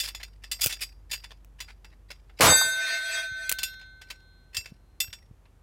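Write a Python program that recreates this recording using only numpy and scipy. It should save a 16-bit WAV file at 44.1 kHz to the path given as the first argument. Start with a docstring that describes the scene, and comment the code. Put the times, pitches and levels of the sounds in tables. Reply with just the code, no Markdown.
"""Revolver shot at a steel plate

A revolver is handled and cocked up close, its steel parts sliding, catching and ringing, then fired once
outdoors. The bullet clangs a hanging plate that rings and sways, a hillside throws the sound back, and
a limiter ducks and recovers. The action clicks again; a low hum, like a far idling engine, lies under."""
import sys
import numpy as np
from scipy import signal
from scipy.fft import rfft, irfft, next_fast_len
from scipy.io import wavfile
from scipy.ndimage import uniform_filter1d

SR = 44100
rng = np.random.default_rng(int(sys.argv[2]) if len(sys.argv) > 2 else 0)


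def transcribe(signal):
    """Save signal, clipped to [-1, 1], as a 16-bit WAV file at the path in sys.argv[1]."""
    frames = np.atleast_2d(signal).T
    limited = np.clip(frames, -1, 1)
    pcm = np.round(limited * 32767).astype(np.int16)
    wavfile.write(sys.argv[1], SR, pcm)


N = 247842
T = np.arange(N) / SR

# faint outdoor air (frequency [Hz], level [dB])
AIR_COLOUR = [(35, -26.5), (60, -1.5), (222, -21.5), (323, -22.5), (593, -28.5), (842, -29.5), (3940, -44),
              (4860, -46), (5860, -45.5), (13300, -49), (16000, -60)]
# the blast as the hillside returns it (frequency [Hz], level [dB])
HILL_COLOUR = [(100, -28.5), (350, -8.5), (900, -7), (1400, 1.5), (1850, 8.5), (2500, 0), (3000, -3.5),
               (6000, -5.5), (8000, -20), (13000, -22.5), (16000, -27.5)]
# echoes off the slopes (peak time [s], spread [s], blast level [dB], clang level [dB])
SLOPE_ECHOES = [(2.89, 0.11, -25.5, -27), (3.148, 0.083, -33.5, -30.5), (3.44, 0.077, -54.5, -50)]
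# dry snaps right at the microphone (time [s], level [dB], t60 [s])
SNAPS = [(0.6415, -16.5, 0.039), (0.661, -7.5, 0.007), (0.668, -21.5, 0.057), (1.447, -47, 0.0072),
         (3.4942, -14, 0.024), (3.5158, -11, 0.0061), (3.524, -12, 0.0099)]
# tone colour of a snap (frequency [Hz], level [dB])
SNAP_COLOUR = [(120, -24), (200, -11.5), (1180, -12), (1530, 6), (1680, -19), (2560, 7), (3830, -2),
               (4520, 0), (16000, 1.5)]
# short dull thumps, including the hammer's knock just before the shot (time [s], level [dB], pitch [Hz])
THUMPS = [(0.661, -20, 560), (0.665, -25, 99.8), (2.401, -15, 526), (3.319, -34.5, 91), (4.584, -35, 74),
          (4.722, -34, 154), (5.086, -37, 80.5), (5.312, -37, 118.7)]
# hammer, pawl and cylinder slide and catch (time [s], level [dB], sliding time [s])
CATCHES = [(0.000, -26.5, .0054), (0.027, -34, 0.032), (0.072, -34.5, .016), (0.148, -36.5, .0024),
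           (0.195, -47.5, 0.022), (0.23, -38, .0028), (0.436, -42, 0.0076), (0.514, -27, .0048),
           (0.606, -24.5, .034), (0.689, -33.5, .025), (0.724, -32.5, .0057), (0.806, -30.5, .024),
           (1.112, -30.5, .006), (1.127, -32, .014), (1.237, -43, 0.0087), (1.305, -49.5, .012),
           (1.602, -35.5, .0086), (1.678, -50, 0.029), (1.845, -46.5, .003), (1.912, -60, 0.02),
           (2.102, -42, .014), (2.294, -57.5, 0.0088), (2.386, -38.5, 0.022), (3.585, -31.5, .005),
           (3.630, -27, .006), (3.812, -49.5, 0.0052), (4.014, -43, .003), (4.099, -40, .014),
           (4.545, -35.5, .0068), (4.566, -29, .0061), (4.656, -42, .0031), (5.002, -25, .0033),
           (5.128, -38.5, .0025), (5.454, -61.5, 0.0028)]
# steel sliding on steel (frequency [Hz], level [dB])
SCRAPE_COLOUR = [(150, -30), (350, -23), (600, -13), (1100, -13), (1600, -5.5), (2100, 2), (3500, -1.5),
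                 (5000, 3.5), (6200, -5), (9000, -5.5), (14000, -9.5), (16000, -12)]
# modes of the revolver's steel (frequency [Hz], level [dB], t60 [s])
GUN_MODES = [(2031, -14.5, 0.1), (2679, -3.5, 0.11), (3490, 0, 0.092), (4800, -13, 0.23), (4864, -4, .13),
             (5100, -8.5, 0.093), (5520, -11.5, 0.27), (6200, -24, 0.14), (6870, -4, 0.11),
             (7340, -9, 0.12), (8080, -11, 0.16), (8660, -8, 0.079), (10000, -17.5, 0.051),
             (11400, -15, .12), (13200, -13.5, 0.2), (13400, -29.5, 0.16)]
# modes of the plate (frequency [Hz], clang level [dB], ring level [dB], ring t60 [s])
PLATE_MODES = [(662, -19, -30, 1.7), (1529, -24, 1, 1.8), (1803, -9, -26, 1.6), (2115, -11, -20, 1.9),
               (2440, -20, -26, 1.2), (2649, -18, -27, 1.5), (3300, -25, -24, 2), (3682, -3, -6, 1.6),
               (4151, -17, -23, 2.5), (4231, -18, -26, 1.6), (4729, -2, -28, 1.1), (5922, -13, -29, 1.5),
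               (6377, -7, -14, 1.4), (7773, -1, -5, .8), (8005, -15, -25, 1.2), (8662, -14, -21, .8),
               (9383, -20, -24, 1.2), (9620, -9, -13, .9), (10659, -10, -26, .7), (11688, -7, -22, .7),
               (12020, -21, -33, 1.1), (12740, -18, -36, .7), (14300, -22, -30, .9), (15400, -24, -38, .9)]
# the muzzle blast's roar (frequency [Hz], level [dB])
BLAST_COLOUR = [(18, -44), (30, -14.5), (93, -4.5), (345, -12.5), (404, -8), (526, -3), (760, -4.5),
                (1040, -4), (2010, -8.5), (2350, -8), (3400, -11.5), (11400, -16.5), (16000, -25.5)]

SHOT_S, IMPACT_S = 2.4075, 2.452


def from_db(db):
    """Decibels to gain."""
    return 10 ** (np.asarray(db) / 20)


def rms_one(x):
    """Scale to unit power."""
    return x / np.sqrt(np.mean(x ** 2) + 1e-20)


def add(out, s, sound):
    """Mix a sound in, starting at time s."""
    at = int(np.clip(round(s * SR), 0, N - 1))
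    out[at:at + len(sound)] += sound[:N - at]


def decay(t, t60):
    """Full level until t = 0, then a fall of 60 dB every t60 seconds."""
    return np.exp(-np.log(1000) * np.maximum(t, 0) / t60)


def noise(colour, size, tilt_db=0, ripple_db=0, ripple_hz=100):
    """Coloured noise at unit power, tilted in dB per octave above 1 kHz, rippled by close resonances."""
    length = next_fast_len(size)
    hz = np.maximum(np.fft.rfftfreq(length, 1 / SR), 1)
    colour_hz, colour_db = np.transpose(colour)
    eq_db = np.interp(np.log(hz), np.log(colour_hz), colour_db)
    ripple = np.interp(hz / ripple_hz, np.arange(1024), rng.standard_normal(1024))
    gain = from_db(eq_db + tilt_db * np.log2(np.maximum(hz, 1000)) + ripple_db * np.minimum(ripple, 1.5))
    return rms_one(irfft(rfft(rng.standard_normal(length)) * gain, length)[:size])


def drift(rate_hz, size):
    """Smooth random modulation of unit spread, rolling off above rate_hz."""
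    control_rate = 200
    hz = np.fft.rfftfreq(2048, 1 / control_rate)
    slow = rms_one(irfft(rfft(rng.standard_normal(2048)) / (1 + (hz / rate_hz) ** 4)))
    return np.interp(T[:size] * control_rate, np.arange(len(slow)), slow)


def background(hum_hz=49.7, sag_hz_per_s=0.98, hum_db=-48, fade_db_per_s=1.97, air_db=-59):
    """The bed: a low hum slowly sinks and fades in faint outdoor air."""
    phase = 2 * np.pi * np.cumsum(hum_hz - sag_hz_per_s * T) / SR
    hum = rms_one(np.sin(phase) + from_db(-19) * np.sin(2 * phase))
    return hum * from_db(hum_db - fade_db_per_s * T) + from_db(air_db) * noise(AIR_COLOUR, N)


def flutter(hz, rate_hz):
    """A tone that arrives by many paths, so its level and phase wander."""
    phase = 2 * np.pi * hz * T
    return (drift(rate_hz, N) * np.cos(phase) + drift(rate_hz, N) * np.sin(phase)) / 2


def hillside(dull_hz=6500, shimmer_db=-11, shimmer_db_per_octave=-7):
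    """Rocks and trees scatter the blast back as a wash, the clang as fluttering tones dulled by air."""
    scatter = from_db(-24) * decay(T - SHOT_S, t60=1.5)   # diffuse tail between the echoes
    blast_echo = clang_echo = 0
    for s, spread_s, blast_db, clang_db in SLOPE_ECHOES:
        swell = np.exp(-((T - s) / spread_s) ** 2)
        blast_echo += from_db(blast_db) * swell
        clang_echo += from_db(clang_db) * swell
    wash = (scatter + blast_echo) * noise(HILL_COLOUR, N, tilt_db=0.5, ripple_db=2.5, ripple_hz=70)
    tones = sum(from_db(5.5 + .25 * mode_db) * flutter(hz, rate_hz=16) / (1 + (hz / dull_hz) ** 3)
                for hz, mode_db, *_ in PLATE_MODES)
    # the plate's many weak high modes merge into a shimmer
    weak_hz = np.geomspace(4900, 14500, 18) * rng.normal(1, .015, 18)
    weak_gains = from_db(shimmer_db_per_octave * np.log2(weak_hz / weak_hz[0]))
    shimmer = rms_one(sum(gain * flutter(hz, rate_hz=22) for hz, gain in zip(weak_hz, weak_gains)))
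    return (wash + (scatter + clang_echo) * tones + clang_echo * from_db(shimmer_db) * shimmer) * (T > SHOT_S)


def slapback(arrival_s=2.613, level_db=-8, hz=1030):
    """The bank behind the plate returns the blast's midrange as one hard, hollow echo."""
    mids = noise([(hz / 4, -30), (hz, 0), (hz * 2, -16), (hz * 8, -50)], N)
    return from_db(level_db) * mids * decay(T - arrival_s, t60=0.083) * (T >= arrival_s)


def handling(tail_db=-27, thump_cycles=0.39):
    """Dry snaps with a faint tail, and short dull thumps, including the hammer's knock before the shot."""
    out, t = np.zeros(N), T[:SR // 8]
    for s, db, t60 in SNAPS:
        envelope = decay(t, t60) + from_db(tail_db) * decay(t, t60=0.11)
        add(out, s, from_db(db) * noise(SNAP_COLOUR, len(t)) * envelope)
    for s, db, hz in THUMPS:
        envelope = np.exp(-np.abs(T - s) * hz / thump_cycles)
        out += from_db(db) * envelope * np.cos(2 * np.pi * hz * (T - s))
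    return out


def rattle(gap_s=.04, settle_db=-14.5, loss_db=5, lead_s=.018, lead_db=-16.5, rub_s=.012):
    """Loose parts settle after each catch in three ever lighter touches; a rub leads into slower ones."""
    out, t = np.zeros(N), T[:SR // 10]
    envelope = np.minimum(t / rub_s, 1) * decay(t - rub_s, t60=0.02)
    for s, db, slide_s in CATCHES:
        delays = gap_s * np.cumsum(rng.uniform(.5, 1.5, 3))
        touches = [(s + delay, db + settle_db - loss_db * k) for k, delay in enumerate(delays, 1)]
        if slide_s > .005:   # the quickest catches snap in without warning
            touches.append((s - lead_s, db + lead_db))
        for at, touch_db in touches:
            rub = noise(SCRAPE_COLOUR, len(t), tilt_db=-4, ripple_db=6, ripple_hz=170)
            add(out, at, from_db(touch_db) * envelope * rub)
    return out


def catch(db, slide_s, free_hz, firm_db=-24, grit_db=3.5, tail_db=-24):
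    """Steel parts slide and catch: a gritty burst that sets the frame and cylinder ringing."""
    t = T[:SR // 3]
    ring_db = 2 + 0.6 * (db - firm_db) - 278.5 * slide_s   # light or slow catches mostly scrape
    tilt_db = 2.93 + 0.4 * (db - firm_db)   # firmer catches are brighter
    grain = rms_one(uniform_filter1d(rng.standard_normal(len(t)), size=50))
    grit = rms_one(from_db(grit_db * grain))
    scrape = noise(SCRAPE_COLOUR, len(t), tilt_db, ripple_db=4, ripple_hz=170) * grit
    small_modes = from_db(tail_db) * noise(SCRAPE_COLOUR, len(t), tilt_db, ripple_db=9, ripple_hz=45)
    click = scrape * decay(t - slide_s, t60=0.076) + small_modes * decay(t - slide_s, t60=.26)
    click *= np.minimum(t / (.35 * slide_s), 1)
    for hz, mode_db, t60 in GUN_MODES:
        if abs(hz / free_hz - 1) < .02:   # modes the grip leaves free ring louder and longer
            mode_db, t60 = mode_db + 1.5, t60 * 1.33
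        # every catch shifts and favours the modes differently
        hz, mode_db = hz * rng.normal(1, .006), mode_db + rng.normal(0, 3)
        gain = from_db(mode_db + ring_db + tilt_db * np.log2(hz / 5000))
        envelope = np.minimum(t / slide_s, 1) * decay(t - slide_s, t60)   # builds while the parts slide
        click += gain * envelope * np.sin(2 * np.pi * (hz * t + rng.random()))
    return from_db(db) * click


def action(free_before_hz=4790, free_after_hz=2676):
    """The revolver is worked, catch by catch; after the shot the grip leaves a lower mode free."""
    out = np.zeros(N)
    for s, db, slide_s in CATCHES:
        add(out, s, catch(db, slide_s, free_before_hz if s < SHOT_S else free_after_hz))
    return out


def plate(attack_s=0.016, clang_s=0.16, sway_s=0.61, facing_s=3.126, sway_db=5, waver_db=4, beat_hz=7.3):
    """The bullet's blow: a hard clang fades as the plate swings away, a purer ring lingers and sways."""
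    out, t = np.zeros(N), T[:3 * SR]
    # swaying on its chains, the plate's upper ring is loudest when it faces the shooter
    facing = np.cos(2 * np.pi * (IMPACT_S + t - facing_s) / sway_s)
    wobble = decay(t, t60=5)   # the first wild wobble gives way to a steady sway
    attack = np.minimum(t / attack_s, 1)
    for hz, clang_db, ring_db, t60 in PLATE_MODES:
        upper = hz > 3000
        clang = from_db(clang_db - 1) * np.exp(-(t / clang_s) ** 2)
        ring = from_db(ring_db - 1.5 + sway_db * upper * facing * (1 - wobble)) * decay(t, t60)
        # high modes radiate in narrow beams, so they waver most
        waver = from_db(waver_db * wobble * drift(28, len(t)) * min(hz / 6000, 1))
        tone = np.sin(2 * np.pi * (hz * t + rng.random()))
        # upper modes come in close pairs that beat
        twin = 0.19 * wobble * upper * np.sin(2 * np.pi * ((hz + beat_hz) * t + rng.random()))
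        add(out, IMPACT_S, (clang + ring) * waver * attack * (tone + twin))
    return out


def boom(level_db=-2, hz=500, hold_s=.075):
    """The low body of the blast, swelling along the ground and outlasting the crack."""
    body = noise([(hz / 16, -18), (hz / 7, -5), (hz / 3, -5), (hz, 0), (hz * 2, -10), (hz * 8, -50)], N)
    t = T - SHOT_S
    swell = np.clip(2 * t / hold_s, 0, 1)
    return from_db(level_db) * body * swell * decay(t - hold_s, t60=.2)


def blast(crack_db=13.5, hold_s=0.068, roll_db=-6, lump_db=2.5, crossover_hz=1500):
    """The muzzle's roar holds, lumpy with ground reflections, then loses treble as it rolls away."""
    t = T - SHOT_S
    tilt_db = np.interp(t, [.06, .15], [0, -9])   # per octave band
    highs, roar = noise(BLAST_COLOUR, N), np.zeros(N)
    for octave in range(4):   # peel off bands from the bottom up
        lowpass = signal.butter(4, crossover_hz * 2 ** octave, fs=SR, output="sos")
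        band = signal.sosfiltfilt(lowpass, highs)
        roar += band * from_db(tilt_db * octave)
        highs = highs - band
    roar += highs * from_db(tilt_db * 4)   # the top band dies first
    crack = from_db(crack_db) * decay(t - hold_s, t60=0.12)
    roll = from_db(roll_db) * decay(t - hold_s, t60=.6)
    return roar * (crack + roll) * from_db(lump_db * drift(60, N)) * (T >= SHOT_S)


def scene():
    """Gun, plate, echoes and bed, mixed in mono."""
    gun = action() + rattle() + handling() + blast() + boom()
    return (gun + slapback() + plate() + hillside() + background())[None]


def record(dry, threshold_db=-15, max_hold_db=20, release_db_per_s=22, low_cut_hz=38, high_cut_hz=16000):
    """A fast limiter ducks the shot and creeps back; peaks are rounded, rumble and top are cut."""
    power = uniform_filter1d(dry[0] ** 2, size=300)
    over_db = np.maximum(10 * np.log10(np.maximum(power, 1e-12)) - threshold_db, 0)
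    release_db = release_db_per_s * T
    held_db = np.maximum.accumulate(np.minimum(over_db, max_hold_db) + release_db) - release_db
    ducked = dry * from_db(-np.maximum(over_db, held_db))
    low_cut = signal.butter(4, low_cut_hz, "high", fs=SR, output="sos")
    high_cut = signal.ellip(10, .2, 80, high_cut_hz, fs=SR, output="sos")
    rounded = np.tanh(signal.sosfilt(low_cut, ducked))
    return signal.sosfilt(high_cut, rounded)


dry = scene()
out = record(dry)
transcribe(out)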